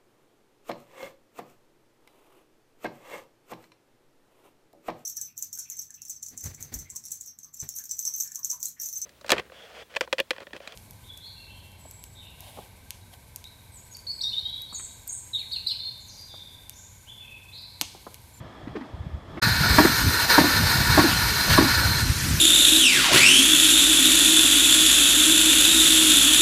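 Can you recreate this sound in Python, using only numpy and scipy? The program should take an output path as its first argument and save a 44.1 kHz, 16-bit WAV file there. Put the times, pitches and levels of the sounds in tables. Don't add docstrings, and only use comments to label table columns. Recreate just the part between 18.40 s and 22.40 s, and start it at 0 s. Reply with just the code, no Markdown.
import sys
import numpy as np
from scipy import signal
from scipy.io import wavfile

SR = 44100
rng = np.random.default_rng(int(sys.argv[2]) if len(sys.argv) > 2 else 0)


def put_to_file(sound):
    columns = np.atleast_2d(sound).T
    safe = np.clip(columns, -1, 1)
    whole_steps = np.round(safe * 32767)
    wavfile.write(sys.argv[1], SR, whole_steps.astype(np.int16))


N = 176400
TIME = np.arange(N) / SR
FAR_END_S, NEAR_START_S = 1, 1.015


def from_db(db):
    return 10 ** (np.asarray(db) / 20)


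def unit_rms(x):
    return x / np.sqrt(np.mean(x ** 2) + 1e-20)


def curve(rows):
    return np.interp(TIME, *np.transpose(rows))


def envelope(start_s, attack_s, hold_s, decay_s):
    age = TIME - start_s
    return np.clip(age / attack_s, 0, 1) * np.exp(-np.maximum(age - hold_s, 0) / decay_s)


def drift(rate_hz):
    step, settle = 40, 2000
    pole = np.exp(-2 * np.pi * rate_hz * step / SR)
    white = rng.standard_normal(N // step + settle + 2)
    slow = signal.lfilter([1], [1, -2 * pole, pole * pole], white)[settle:]
    return np.interp(np.arange(N) / step, np.arange(len(slow)), unit_rms(slow))


def banded_noise(spectrum, flicker_db, flicker_hz, per_octave=3):
    hz, db = np.transpose(spectrum)
    edges = 20 * 2 ** (np.arange(10 * per_octave) / per_octave)
    white, out = rng.standard_normal((2, N)), 0
    for k, (low, high) in enumerate(zip(edges, edges[1:])):
        if high > hz[0] and low < hz[-1]:
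            band_db = np.interp(np.log(low * high) / 2, np.log(hz), db)
            band = signal.butter(2, [low, high], "band", fs=SR, output="sos")
            out += from_db(band_db + flicker_db * drift(flicker_hz)) * signal.sosfilt(band, white[k % 2])
    return unit_rms(out)


def resonant_noise(modes, drive):
    out, power = 0, 0
    for hz, width_hz, db in modes:
        radius = np.exp(-np.pi * width_hz / SR)
        b = np.array([1, 0, -1]) * (1 - radius ** 2) / 2
        a = [1, -2 * radius * np.cos(2 * np.pi * hz / SR), radius ** 2]
        ringing = signal.lfilter(b, a, drive * rng.standard_normal(N) + 1e-18)
        skirts = signal.butter(1, [hz / 2 ** .5, hz * 2 ** .5], "band", fs=SR)
        out += from_db(db) * signal.lfilter(*skirts, ringing)
        power += from_db(db) ** 2 * (1 - radius)
    return out / np.sqrt(power)


# frequency_hz, relative_density_db
FAR_SPECTRUM = [(200, -6), (450, -5.5), (700, -5.5), (1000, -6.5), (1500, -16), (2000, -14.5), (2600, -21),
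                (3400, -25), (4400, -25.5), (5500, -31.5), (7000, -33), (10000, -39), (15000, -42)]
# pitch_hz, bandwidth_hz, gain_db
FAR_MODES = [(281, 100, 1.5), (637, 45, 1), (1220, 130, -6), (1730, 57, -7), (3340, 190, -11),
             (5250, 130, -23)]
# time_s, relative_level_db
FAR_LEVEL = [(0.0, -41.5), (0.36, -44), (0.5, -43), (0.87, -46), (0.92, -40.5), (0.98, -38)]

def far_machinery():
    level_db = curve(FAR_LEVEL)
    rush_db = -48.5 + 0.44 * (level_db - level_db[0])
    rush = from_db(rush_db) * banded_noise(FAR_SPECTRUM, flicker_db=1, flicker_hz=20, per_octave=9)
    return rush + resonant_noise(FAR_MODES, from_db(level_db - 6))


# frequency_hz, relative_density_db
WIND_SPECTRUM = [(25, -13), (40, -10.5), (60, 2), (90, 1), (140, -1), (200, -8.5), (280, -14.5),
                 (450, -31.5)]
# time_s, relative_level_db
FAR_WIND_LEVEL = [(0.0, -34.5), (0.102, -53), (0.308, -39.5), (0.45, -53), (0.558, -41.5), (0.764, -38.5),
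                  (0.98, -44)]
NEAR_WIND_LEVEL = [(1.03, -25.5), (1.12, -32), (1.14, -33), (1.34, -22), (1.58, -29.5), (1.67, -20),
                   (1.73, -34), (2.08, -35.5), (2.2, -23.5), (3.06, -28.5), (3.1, -18), (3.35, -28.5),
                   (3.37, -23), (3.66, -29.5), (3.71, -17.5), (3.74, -29), (4.0, -23.5)]
# centre_s, peak_db, pitch_hz
LOW_THUMPS = [(0.014, -31.5, 112), (0.546, -29.5, 85), (0.61, -25, 84), (0.669, -24, 134), (0.747, -23.5, 72),
              (1.072, -15, 179), (1.115, -17, 102), (1.215, -15, 139), (1.313, -11.5, 82), (1.671, -16, 106),
              (2.241, -15.5, 99), (2.502, -14, 108), (3.383, -23, 92), (3.462, -16.5, 92),
              (3.704, -10.5, 94.5), (3.947, -19, 104)]

def wind():
    level_db = np.where(TIME < NEAR_START_S, curve(FAR_WIND_LEVEL), curve(NEAR_WIND_LEVEL)) - 1.5
    lumps_db = 4 * np.tanh(drift(rate_hz=6.1))
    out = from_db(level_db + lumps_db) * banded_noise(WIND_SPECTRUM, flicker_db=0.5, flicker_hz=4.3)
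    for centre_s, peak_db, hz in LOW_THUMPS:
        cycles = (TIME - centre_s) * hz
        packet = np.exp(-(cycles / 0.74) ** 2)
        out += from_db(peak_db) * packet * np.cos(2 * np.pi * (cycles + rng.random()))
    return out


def hose_mode(start_s, hz, waver):
    first, count = int(start_s * SR), SR // 4
    age = np.arange(count) / SR
    settle_s, wavers_per_s = 0.0067, 241
    wander = np.interp(age * wavers_per_s, np.arange(128), rng.standard_normal(128))
    pitch_hz = hz * (1 + 0.064 * np.exp(-age / settle_s) + waver * wander)
    out = np.zeros(N + count)
    out[first:first + count] = np.sin(2 * np.pi * (np.cumsum(pitch_hz) / SR + rng.random()))
    return out[:N]


# pitch_ratio, gain_db
HOSE_MODES = [(2, 3), (2.55, -5), (3.05, 1.5), (3.55, -1), (4.2, -6.5), (5.35, -2), (6.1, -4), (7.4, -8.5),
              (10.4, -10)]

def clatter(start_s, level_db, pitch_hz, centre_hz):
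    ratios, mode_db = np.transpose(HOSE_MODES)
    mode_hz = ratios * pitch_hz
    rolloff_db = 6.5 * np.abs(np.log2(mode_hz / centre_hz))
    scatter_db = 4.5 * rng.standard_normal(len(mode_hz))
    gains = from_db(mode_db - rolloff_db + scatter_db)
    gains /= np.linalg.norm(gains)
    rings = sum(gain * hose_mode(start_s, hz, waver=0.019) for hz, gain in zip(mode_hz, gains))
    return from_db(level_db) * envelope(start_s, attack_s=0.0045, hold_s=0.0063, decay_s=0.011) * rings


# start_s, boom_db, pitch_hz, ring_s, clatter_db, clatter_centre_hz
FAR_SLAMS = [(.272, -27.5, 200, 0.0028, -52, 500), (.352, -27.5, 414.6, 0.01, -43, 1500),
             (.359, -29, 298, 0.021, -39, 1150), (.41, -32, 297, 0.024, -42, 900),
             (.971, -31, 354, 0.013, -34.5, 1900)]
NEAR_SLAMS = [(1.382, -12, 307.7, 0.0089, -5.5, 1230), (1.399, -8.5, 301.6, .02, -28, 900),
              (1.448, -8, 321, 0.0067, -21, 700), (1.978, -17.5, 295.5, 0.012, -7, 700),
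              (1.987, -12, 246.6, 0.013, -19, 550), (2.011, -10, 262, 0.0093, -35, 900),
              (2.038, -15.5, 273, 0.031, -22.5, 700), (2.574, -10, 305, 0.0068, -9, 1120),
              (2.587, -11.5, 311, 0.02, -12, 600), (2.639, -12, 312, .02, -24.5, 700),
              (3.176, -25, 311.6, .006, -8, 1050), (3.186, -6, 266, 0.0084, -32, 750),
              (3.208, -15, 309, 0.031, -25, 1100), (3.253, -15.5, 287, .01, -34, 1400)]
# frequency_hz, relative_density_db
SLOSH_SPECTRUM = [(190, -5.5), (260, 6.5), (380, -9.5), (490, -15.5), (750, -8), (1800, -14), (5000, -30.5)]

def valve_slams(rows):
    attack_s, hold_s = 0.0021, 0.0066
    hose, stir = 0, 0
    for start_s, boom_db, hz, ring_s, clatter_db, centre_hz in rows:
        boom = envelope(start_s, attack_s, hold_s, ring_s) * hose_mode(start_s, hz, waver=0.14)
        hose += from_db(boom_db) * boom + clatter(start_s, clatter_db, hz, centre_hz)
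        strength = from_db(boom_db) + from_db(clatter_db)
        stir += strength * envelope(start_s, attack_s, hold_s, decay_s=0.03)
    slosh_db = -17 + 4.5 * np.tanh(drift(rate_hz=103))
    slosh = from_db(slosh_db) * banded_noise(SLOSH_SPECTRUM, flicker_db=2, flicker_hz=41)
    return hose + stir * slosh


# time_s, level_db
ROAR_LEVEL = [(1.02, -22.5), (1.6, -25), (2.25, -23), (2.8, -23.5), (3.02, -26.5), (3.3, -24),
              (3.45, -24.5), (3.6, -28), (3.72, -34), (4, -37)]
# pitch_hz, bandwidth_hz, gain_db
ROAR_MODES = [(941, 106, -1.5), (1141, 18, -1), (1365, 91, -0.5), (1455, 35, 5), (1521, 46, 3.5),
              (1683, 34, 1.5), (1791, 79, 3.5), (2252, 70, -3.5), (2565, 53, -8), (3610, 34, -3),
              (3774, 70, -4.5), (4160, 220, -5), (4470, 120, -4), (4716, 67, -2), (5077, 45, -1.5),
              (5250, 57, -8.5)]
# frequency_hz, relative_density_db
RUSH_SPECTRUM = [(200, 12.5), (500, 13.5), (750, 12), (1000, 6), (1900, -22), (2900, 10), (4300, -16),
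                 (6000, -12.5), (9000, -32)]

def exhaust_roar(swing_db):
    flow = from_db(curve(ROAR_LEVEL) + swing_db)
    ringing = resonant_noise(ROAR_MODES, flow)
    rush = from_db(-12) * banded_noise(RUSH_SPECTRUM, flicker_db=4, flicker_hz=4.6)
    return ringing + flow * rush


# frequency_hz, relative_density_db
HISS_SPECTRUM = [(250, 4.5), (500, -4), (900, -5.5), (1500, 3), (2200, 4), (3000, 0.5), (4300, 1.5),
                 (6000, 3.5), (7700, -2.5), (8900, 0), (10400, -2), (11500, -2), (13000, -4.5),
                 (15000, -14)]
# time_s, level_db
HISS_LEVEL = [(1.02, -30.5), (1.28, -31), (1.34, -28), (2.3, -28), (2.8, -27), (3.7, -29), (3.82, -28),
              (4, -27.5)]

def air_hiss(swing_db):
    notch_hz, width_hz = 10400, 290
    noise = banded_noise(HISS_SPECTRUM, flicker_db=2, flicker_hz=25, per_octave=15)
    hiss = from_db(curve(HISS_LEVEL) + swing_db) * noise
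    return signal.lfilter(*signal.iirnotch(notch_hz, notch_hz / width_hz, fs=SR), hiss)


# pitch_hz, bandwidth_hz, gain_db
SIZZLE_MODES = [(8980, 260, -9), (11800, 200, -2), (12700, 220, 3.5), (13300, 290, 5), (14440, 600, 2)]
WHISTLE_MODES = [(4115, 36, 0), (4232, 29, -3)]
# time_s, level_db
SIZZLE_LEVEL = [(1.02, -37), (1.28, -39), (1.34, -33.5), (3.2, -36.5), (3.5, -35.5), (3.7, -47), (4, -39)]
WHISTLE_LEVEL = [(1.02, -31), (1.9, -31), (2.8, -32.5), (2.95, -30), (3.38, -29.5), (3.58, -27.5),
                 (3.72, -39), (4, -43)]

def outlet_ringing(swing_db):
    sizzle = resonant_noise(SIZZLE_MODES, from_db(curve(SIZZLE_LEVEL) + swing_db))
    whistle = resonant_noise(WHISTLE_MODES, from_db(curve(WHISTLE_LEVEL) + swing_db))
    return sizzle + whistle


# start_s, surge_db
STROKES = [(1.294, 4), (1.894, 5.5), (2.497, 3.5), (3.095, 6.5)]

def exhaust():
    surge_db = sum(db * envelope(start_s, attack_s=0.006, hold_s=0.048, decay_s=0.065)
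                   for start_s, db in STROKES)
    swing_db = surge_db + 1.46 * drift(rate_hz=15.5)
    treble_swing_db = 0.57 * swing_db
    return exhaust_roar(swing_db) + air_hiss(treble_swing_db) + outlet_ringing(treble_swing_db)


def scene():
    far_fade = np.clip((FAR_END_S - TIME) / 0.0016, 0, 1)
    near_fade = np.clip((TIME - NEAR_START_S) / 0.011, 0, 1) ** 2
    gusts = wind()
    far = far_machinery() + valve_slams(FAR_SLAMS) + gusts
    near = exhaust() + valve_slams(NEAR_SLAMS) + gusts
    return (far_fade * far + near_fade * near)[None]


def record(dry):
    ceiling, cutoff_hz = 0.92, 14950
    rounded = dry / (1 + (dry / ceiling) ** 6) ** (1 / 6)
    return signal.sosfilt(signal.ellip(12, .2, 80, cutoff_hz, fs=SR, output="sos"), rounded)


dry = scene()
out = record(dry)
put_to_file(out)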